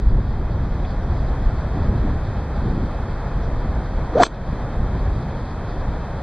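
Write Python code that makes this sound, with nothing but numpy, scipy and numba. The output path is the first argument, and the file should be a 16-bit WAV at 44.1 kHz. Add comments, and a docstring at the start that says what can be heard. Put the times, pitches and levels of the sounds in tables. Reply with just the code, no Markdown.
"""A golfer's iron shot: the shaft whistles, the face cracks against the ball and the sole tears the turf.
The whistle is vortices peeling off the shaft; the crack is a brief push that rings a few low modes.
Thin, glassy tones sizzle around the hit and bits of divot patter down. Behind it are faint rustles, a breeze
over the open fairway and wind buffeting the microphone with rumble and thumps.
The blow overloads the microphone, and the gain control ducks the breeze for a moment."""
import sys
import numpy as np
from scipy import signal
from scipy.fft import rfft, irfft
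from scipy.io import wavfile
from scipy.ndimage import uniform_filter1d
from numba import njit

SR = 44100
rng = np.random.default_rng(int(sys.argv[2]) if len(sys.argv) > 2 else 0)


def to_wav(sig):
    """Store sig (one row per channel, or 1-D mono) as 16-bit WAV at the path in sys.argv[1].

    Samples outside -1..1 are clipped; the rate is SR.
    """
    pcm = np.clip(np.atleast_2d(sig), -1, 1) * 32767
    pcm = np.round(pcm).astype(np.int16)
    wavfile.write(sys.argv[1], SR, pcm.T)  # frames by channels


N = 274698
TIME = np.arange(N) / SR
IMPACT_S, TURF_S = 4.234, 0.032  # the moment of impact, and how long the sole then stays in the turf


def undb(db):
    """Decibels to gain."""
    return 10 ** (np.asarray(db) / 20)


def unit(x):
    """Scale to rms 1."""
    return x / np.sqrt(np.mean(x ** 2))


def noise(colour):
    """Noise of rms 1, shaped by an EQ curve of (Hz, dB) points."""
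    hz, db = np.transpose(colour)
    bins = np.maximum(np.arange(N // 2 + 1) * SR / N, 1)
    curve = undb(np.interp(np.log(bins), np.log(hz), db))
    return unit(irfft(rfft(rng.standard_normal(N)) * curve, N))


def band(x, hz, kind, order=2):
    """Butterworth filter."""
    return signal.sosfilt(signal.butter(order, hz, kind, fs=SR, output="sos"), x)


def octave_hiss(samples, centre_hz, order):
    """An octave-wide band of noise, rms 1."""
    edges = [centre_hz / np.sqrt(2), centre_hz * np.sqrt(2)]
    return unit(band(rng.standard_normal(samples), edges, "band", order))


def wobble(rate_hz):
    """Smooth random modulation of rms 1, gliding to a new value rate_hz times a second."""
    hold = max(int(SR / rate_hz), 1)
    steps = np.repeat(rng.standard_normal(N // hold + 1), hold)
    return unit(uniform_filter1d(uniform_filter1d(steps, hold), hold)[:N])


def ramp(start_s, length_s):
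    """A straight fade from 0 to 1."""
    return np.clip((TIME - start_s) / length_s, 0, 1)


def swell(peak_s, half_width_s):
    """A bell-shaped envelope that peaks at 1."""
    return np.exp(-((TIME - peak_s) / half_width_s) ** 2)


def add(out, start_s, sound):
    """Mix a short sound in at start_s."""
    i = int(start_s * SR)
    out[i:i + len(sound)] += sound[:N - i]


# EQ of the breeze's soft wash. Each row: frequency in Hz, relative level in dB.
WASH_EQ = [(120, -20), (300, -8.5), (500, 2.5), (800, 1), (1200, -4.5), (1800, -10), (2300, -19),
           (3500, -22.5), (4500, -28), (5300, -37), (6500, -40.5), (7600, -69)]
# EQ of the airy hiss at the sides. Each row: frequency in Hz, relative level in dB.
SIDE_HISS_EQ = [(2900, -45), (3400, -17.5), (3900, -4.5), (4800, 0), (7400, -2.5), (8700, 0.5),
                (10000, -10.5), (12000, -35)]


def breeze(level_db=-33, start_dip_db=-4.5, recover_s=1.32, leaves_db=-61, sides_db=-23.5):
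    """Air through grass and trees: a wash that starts quieter and fades up, with flickering leaves."""
    bed_db = level_db + start_dip_db * (1 - ramp(0, recover_s))
    wash = noise(WASH_EQ) * undb(bed_db + 0.53 * wobble(25))
    leaves = unit(band(rng.standard_normal(N), [3200, 5000], "band", order=7))
    leaves *= undb(leaves_db + 3.5 * wobble(24))
    sides = noise(SIDE_HISS_EQ) * undb(bed_db + sides_db)
    return wash + leaves + np.array([sides, -sides])  # opposite polarity spreads the hiss wide


# Gusts hitting the microphone. Each row: start in seconds, length in seconds, rumble in dB, eddies in dB.
GUSTS = [(0.032, 0.17, -18, -31.5), (1.041, 0.46, -22, -35), (1.727, 0.42, -20, -25),
         (2.562, 0.29, -23, -23.5), (3.307, 0.49, -22, -32), (3.924, 0.085, -18.5, -32),
         (4.43, 0.11, -25.5, -28.5), (4.727, 0.45, -21, -29), (5.725, 0.24, -23, -34.5)]


def gusts(rumble_start_db=-19.5, eddies_start_db=-27, attack_s=0.034, release_s=0.026):
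    """Envelopes for rumble and eddies: a slowly easing wind plus gusts that rise, hold and die away."""
    rumble_power = undb(rumble_start_db - 1.34 * TIME) ** 2
    eddy_power = undb(eddies_start_db - 0.44 * TIME) ** 2
    for start_s, length_s, rumble_db, eddies_db in GUSTS:
        shape = ramp(start_s, attack_s) * np.exp(-np.maximum(TIME - start_s - length_s, 0) / release_s)
        rumble_power += (shape * undb(rumble_db)) ** 2
        eddy_power += (shape * undb(eddies_db)) ** 2
    return np.sqrt(rumble_power), np.sqrt(eddy_power)


# Bass-heavy EQ of wind on the microphone. Each row: frequency in Hz, relative level in dB.
WIND_EQ = [(12, -35), (20, 2.5), (59, 2), (123, -9.5), (400, -27.5), (520, -35.5), (880, -120)]


def wind(split_hz=120, flutter_db=0.88, small_hz=300, small_boost_db=8):
    """Large eddies rumble on the microphone; small ones flutter on top when a gust hits."""
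    rumble_gain, eddy_gain = gusts()
    rumble = unit(band(noise(WIND_EQ), split_hz, "low", order=4))
    rumble /= np.sqrt(uniform_filter1d(rumble ** 2, SR // 8))  # even churn, so the gusts set its strength
    eddies = unit(band(noise(WIND_EQ), split_hz, "high", order=4) * undb(flutter_db * wobble(30)))
    # the smallest eddies grow with the square of the gust, so hard buffets sound brighter
    small = unit(band(noise(WIND_EQ), small_hz, "high", order=6))
    return rumble * rumble_gain + eddies * eddy_gain + small * eddy_gain ** 2 * undb(small_boost_db)


# Single eddies thumping the microphone. Each row: peak time in seconds, peak level in dB, pitch in Hz.
EDDY_THUMPS = [(.074, -6, 42), (.133, -9, 20), (.51, -14, 60), (1.474, -9, 40), (2.737, -12, 150),
               (2.779, -14, 120), (4.802, -10, 30), (5.085, -9, 65)]


def thumps():
    """Each eddy is one swing of pressure with a dip on either side."""
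    out = np.zeros(N)
    for peak_s, db, hz in EDDY_THUMPS:
        offset_squared = (np.pi * hz * (TIME - peak_s)) ** 2
        out += undb(db) * (1 - 2 * offset_squared) * np.exp(-offset_squared)
    return out


# Quiet brushes of club on grass and of a sleeve, plus one faint, slow swell of high hiss.
# Each row: peak time in seconds, half width in seconds, level in dB, centre in Hz.
RUSTLES = [(.205, .016, -45, 1300), (0.854, .013, -45, 2500), (1.0, .6, -67, 4500),
           (1.033, .012, -57, 4000), (3.44, .018, -55, 4200)]


def rustles():
    """Soft swells of hiss before the swing."""
    out = np.zeros(N)
    for peak_s, half_width_s, db, hz in RUSTLES:
        out += octave_hiss(N, hz, order=5) * undb(db) * swell(peak_s, half_width_s)
    return out


# Bits of grass and soil tearing loose and landing. Each row: start in seconds, level in dB, centre in Hz.
DIVOT_CRUMBS = [(4.2225, -25, 3800), (4.2555, -26, 3300), (4.3165, -29, 1300), (4.333, -34, 1300),
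                (4.3435, -41, 3200)]


def divot(tear_db=-29, spray_db=-44, spray_t60_s=0.49, grain_db=-3.5, crumb_t60_s=0.067):
    """Roots rip while the sole is in the turf; crumbs patter and a spray of grass thins out."""
    grains = rng.standard_normal(N) * undb(grain_db * wobble(500))
    grass = unit(band(grains, [2400, 4700], "band", order=6))
    tearing = undb(tear_db) * (1 - ramp(IMPACT_S + TURF_S, 0.0053))
    spray = undb(spray_db - 60 * np.maximum(TIME - IMPACT_S, 0) / spray_t60_s)
    out = grass * ramp(IMPACT_S, .003) * (tearing + spray)
    decay = undb(-60 * TIME[:SR // 10] / crumb_t60_s)
    for start_s, db, hz in DIVOT_CRUMBS:
        add(out, start_s, octave_hiss(len(decay), hz, order=4) * undb(db) * decay)
    return out


def through_turf(rise_db_per_s, step_db, sag_db_per_s, release_db_per_s):
    """Envelope that swells to impact, steps there, sags while the sole is in the turf, then dies."""
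    t = TIME - IMPACT_S
    attack_db = rise_db_per_s * np.minimum(t, 0) + step_db * ramp(IMPACT_S, 0.0049)
    decay_db = sag_db_per_s * np.clip(t, 0, TURF_S) + release_db_per_s * np.maximum(t - TURF_S, 0)
    return undb(attack_db - decay_db)


# EQ of the club head's whoosh. Each row: frequency in Hz, relative level in dB.
WHOOSH_EQ = [(60, 2), (250, 9), (500, 12.5), (1300, 3.5), (2100, -8.5), (3300, -8), (4600, -9.5),
             (5100, -21), (6400, -19), (7000, -40), (8300, -54)]


def head_whoosh(level_db=-11, grain_db=2):
    """The club head tears through air and turf with a grainy hiss."""
    gain = through_turf(rise_db_per_s=302, step_db=-10, sag_db_per_s=70, release_db_per_s=703)
    return unit(noise(WHOOSH_EQ) * undb(grain_db * wobble(600))) * gain * undb(level_db)


def rough_tone(phase, rate_hz):
    """A breathy band of noise that follows a pitch; a faster rate makes it wider."""
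    return wobble(rate_hz) * np.sin(phase) + wobble(rate_hz) * np.cos(phase)


# Surges in the whistle as vortices lock in along the shaft.
# Each row: peak time in seconds, half width in seconds, level in dB.
WHISTLE_SURGES = [(4.158, .006, -11.5), (4.177, .008, -12), (4.203, .0035, -6.5), (4.211, .002, -10.5),
                  (4.221, .005, -9.5)]


def shaft_whistle(top_hz=728, steady_db=-17.5, speed_power=2.3, impact_step_db=-8, flutter_db=1.5):
    """The shaft sheds vortices: a surging whistle whose pitch and level ride the speed of the swing."""
    speed = swell(peak_s=4.216, half_width_s=.094)
    steady = speed ** speed_power * undb(steady_db + impact_step_db * ramp(IMPACT_S, .005))
    surges = sum(undb(db) * swell(peak_s, half_width_s) for peak_s, half_width_s, db in WHISTLE_SURGES)
    pitch_hz = top_hz * speed * (1 + .045 * wobble(400))
    phase = 2 * np.pi * np.cumsum(pitch_hz) / SR
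    tone = np.sqrt(2) * np.sin(phase) * undb(flutter_db * wobble(330))
    wake = undb(-1) * rough_tone(.9 * phase, 450)  # turbulence roughens the whistle from just below
    inner = undb(-6) * rough_tone(.5 * phase, 480)  # the slower inner shaft hums an octave down
    drag = undb(-10) * rough_tone(2 * phase, 900)  # drag on the shaft beats an octave up
    draught = undb(-9) * unit(band(rng.standard_normal(N), [60, 300], "band"))  # arms and club push air
    return tone * np.hypot(steady, surges) + (wake + inner + drag + draught) * steady


# The low rows are the crack of club on ball; those above 5 kHz are thin, glassy tones around the hit.
# Each row: pitch in Hz, level in dB, seconds to fade by 60 dB.
IMPACT_TONES = [(1130, 3, .011), (1400, 1.5, .011), (1680, 1, .011), (2450, -9, .011), (3120, -6, .012),
                (3550, -6, .012), (4200, -6, .012), (5180, -21, .055), (5580, -25, .08), (6020, -13, .055),
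                (6180, -32, .25), (6440, -19, .055), (7300, -26, .2), (7435, -15, .07), (7750, -20, .08),
                (8340, -19, .08)]


def impact_ring(above_hz=0):
    """The crack and its glassy top as decaying sines; above_hz keeps only the higher tones."""
    t = TIME[:SR // 2]
    return sum(undb(db - 60 * t / t60_s) * np.sin(2 * np.pi * hz * t)
               for hz, db, t60_s in IMPACT_TONES if hz > above_hz)


def glassy_sizzle(level_db=-27, grain_db=3):
    """A brief, high, tonal sizzle around the impact: grainy noise played through the glassy tones."""
    grains = rng.standard_normal(N) * undb(grain_db * wobble(990))
    grains = band(grains, [5000, 8400], "band", order=8)
    sizzle = unit(signal.fftconvolve(grains, impact_ring(above_hz=5000))[:N])
    gain = through_turf(rise_db_per_s=700, step_db=8, sag_db_per_s=400, release_db_per_s=1200)
    return sizzle * gain * undb(level_db)


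# Hits on the club head: turf, ball, then a clod.
# Each row: start in seconds, level in dB, contact time in milliseconds.
CLUB_HITS = [(4.2325, -11, .7), (4.2338, 10.5, .22), (4.2671, -18, .4)]


def strike():
    """Each hit is a half-sine push into the ring; the shorter the contact, the brighter the crack."""
    out, t_ms = np.zeros(N), 1000 * TIME[:SR // 100]
    for start_s, db, contact_ms in CLUB_HITS:
        push = np.sin(np.pi * np.minimum(t_ms / contact_ms, 1))
        add(out, start_s, undb(db) * signal.fftconvolve(impact_ring(), push / push.sum()))
    return out


def scene():
    """A dry mix on open ground; everything but the breeze's side hiss sits dead centre."""
    background = wind() + thumps() + breeze() + rustles()
    return background + shaft_whistle() + head_whoosh() + strike() + glassy_sizzle() + divot()


@njit
def follow(x, attack_s, release_s):
    """Envelope follower with separate attack and release times."""
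    attack, release = 1 / (attack_s * SR), 1 / (release_s * SR)
    envelope, level = np.empty(len(x)), 0.
    for i in range(len(x)):
        level += (abs(x[i]) - level) * (attack if abs(x[i]) > level else release)
        envelope[i] = level
    return envelope


def record(dry, threshold_db=-4.5, ratio=10, ceiling=.88, shelf_hz=8900, shelf_db=-9, cut_hz=16000):
    """The camcorder's gain control ducks, its microphone overloads, and the treble is notched and dulled."""
    level = follow(dry.mean(axis=0), attack_s=0.003, release_s=0.25)
    x = dry * np.maximum(level / undb(threshold_db), 1) ** (1 / ratio - 1)
    x = ceiling * x / (1 + x ** 6) ** (1 / 6)  # soft clip
    x = band(x, hz=[2660, 3040], kind="bandstop")
    x = band(x, shelf_hz, "low", order=14) + undb(shelf_db) * band(x, shelf_hz, "high", order=14)
    return signal.sosfilt(signal.ellip(10, .2, 95, cut_hz, fs=SR, output="sos"), x)


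dry = scene()
out = record(dry)
to_wav(out)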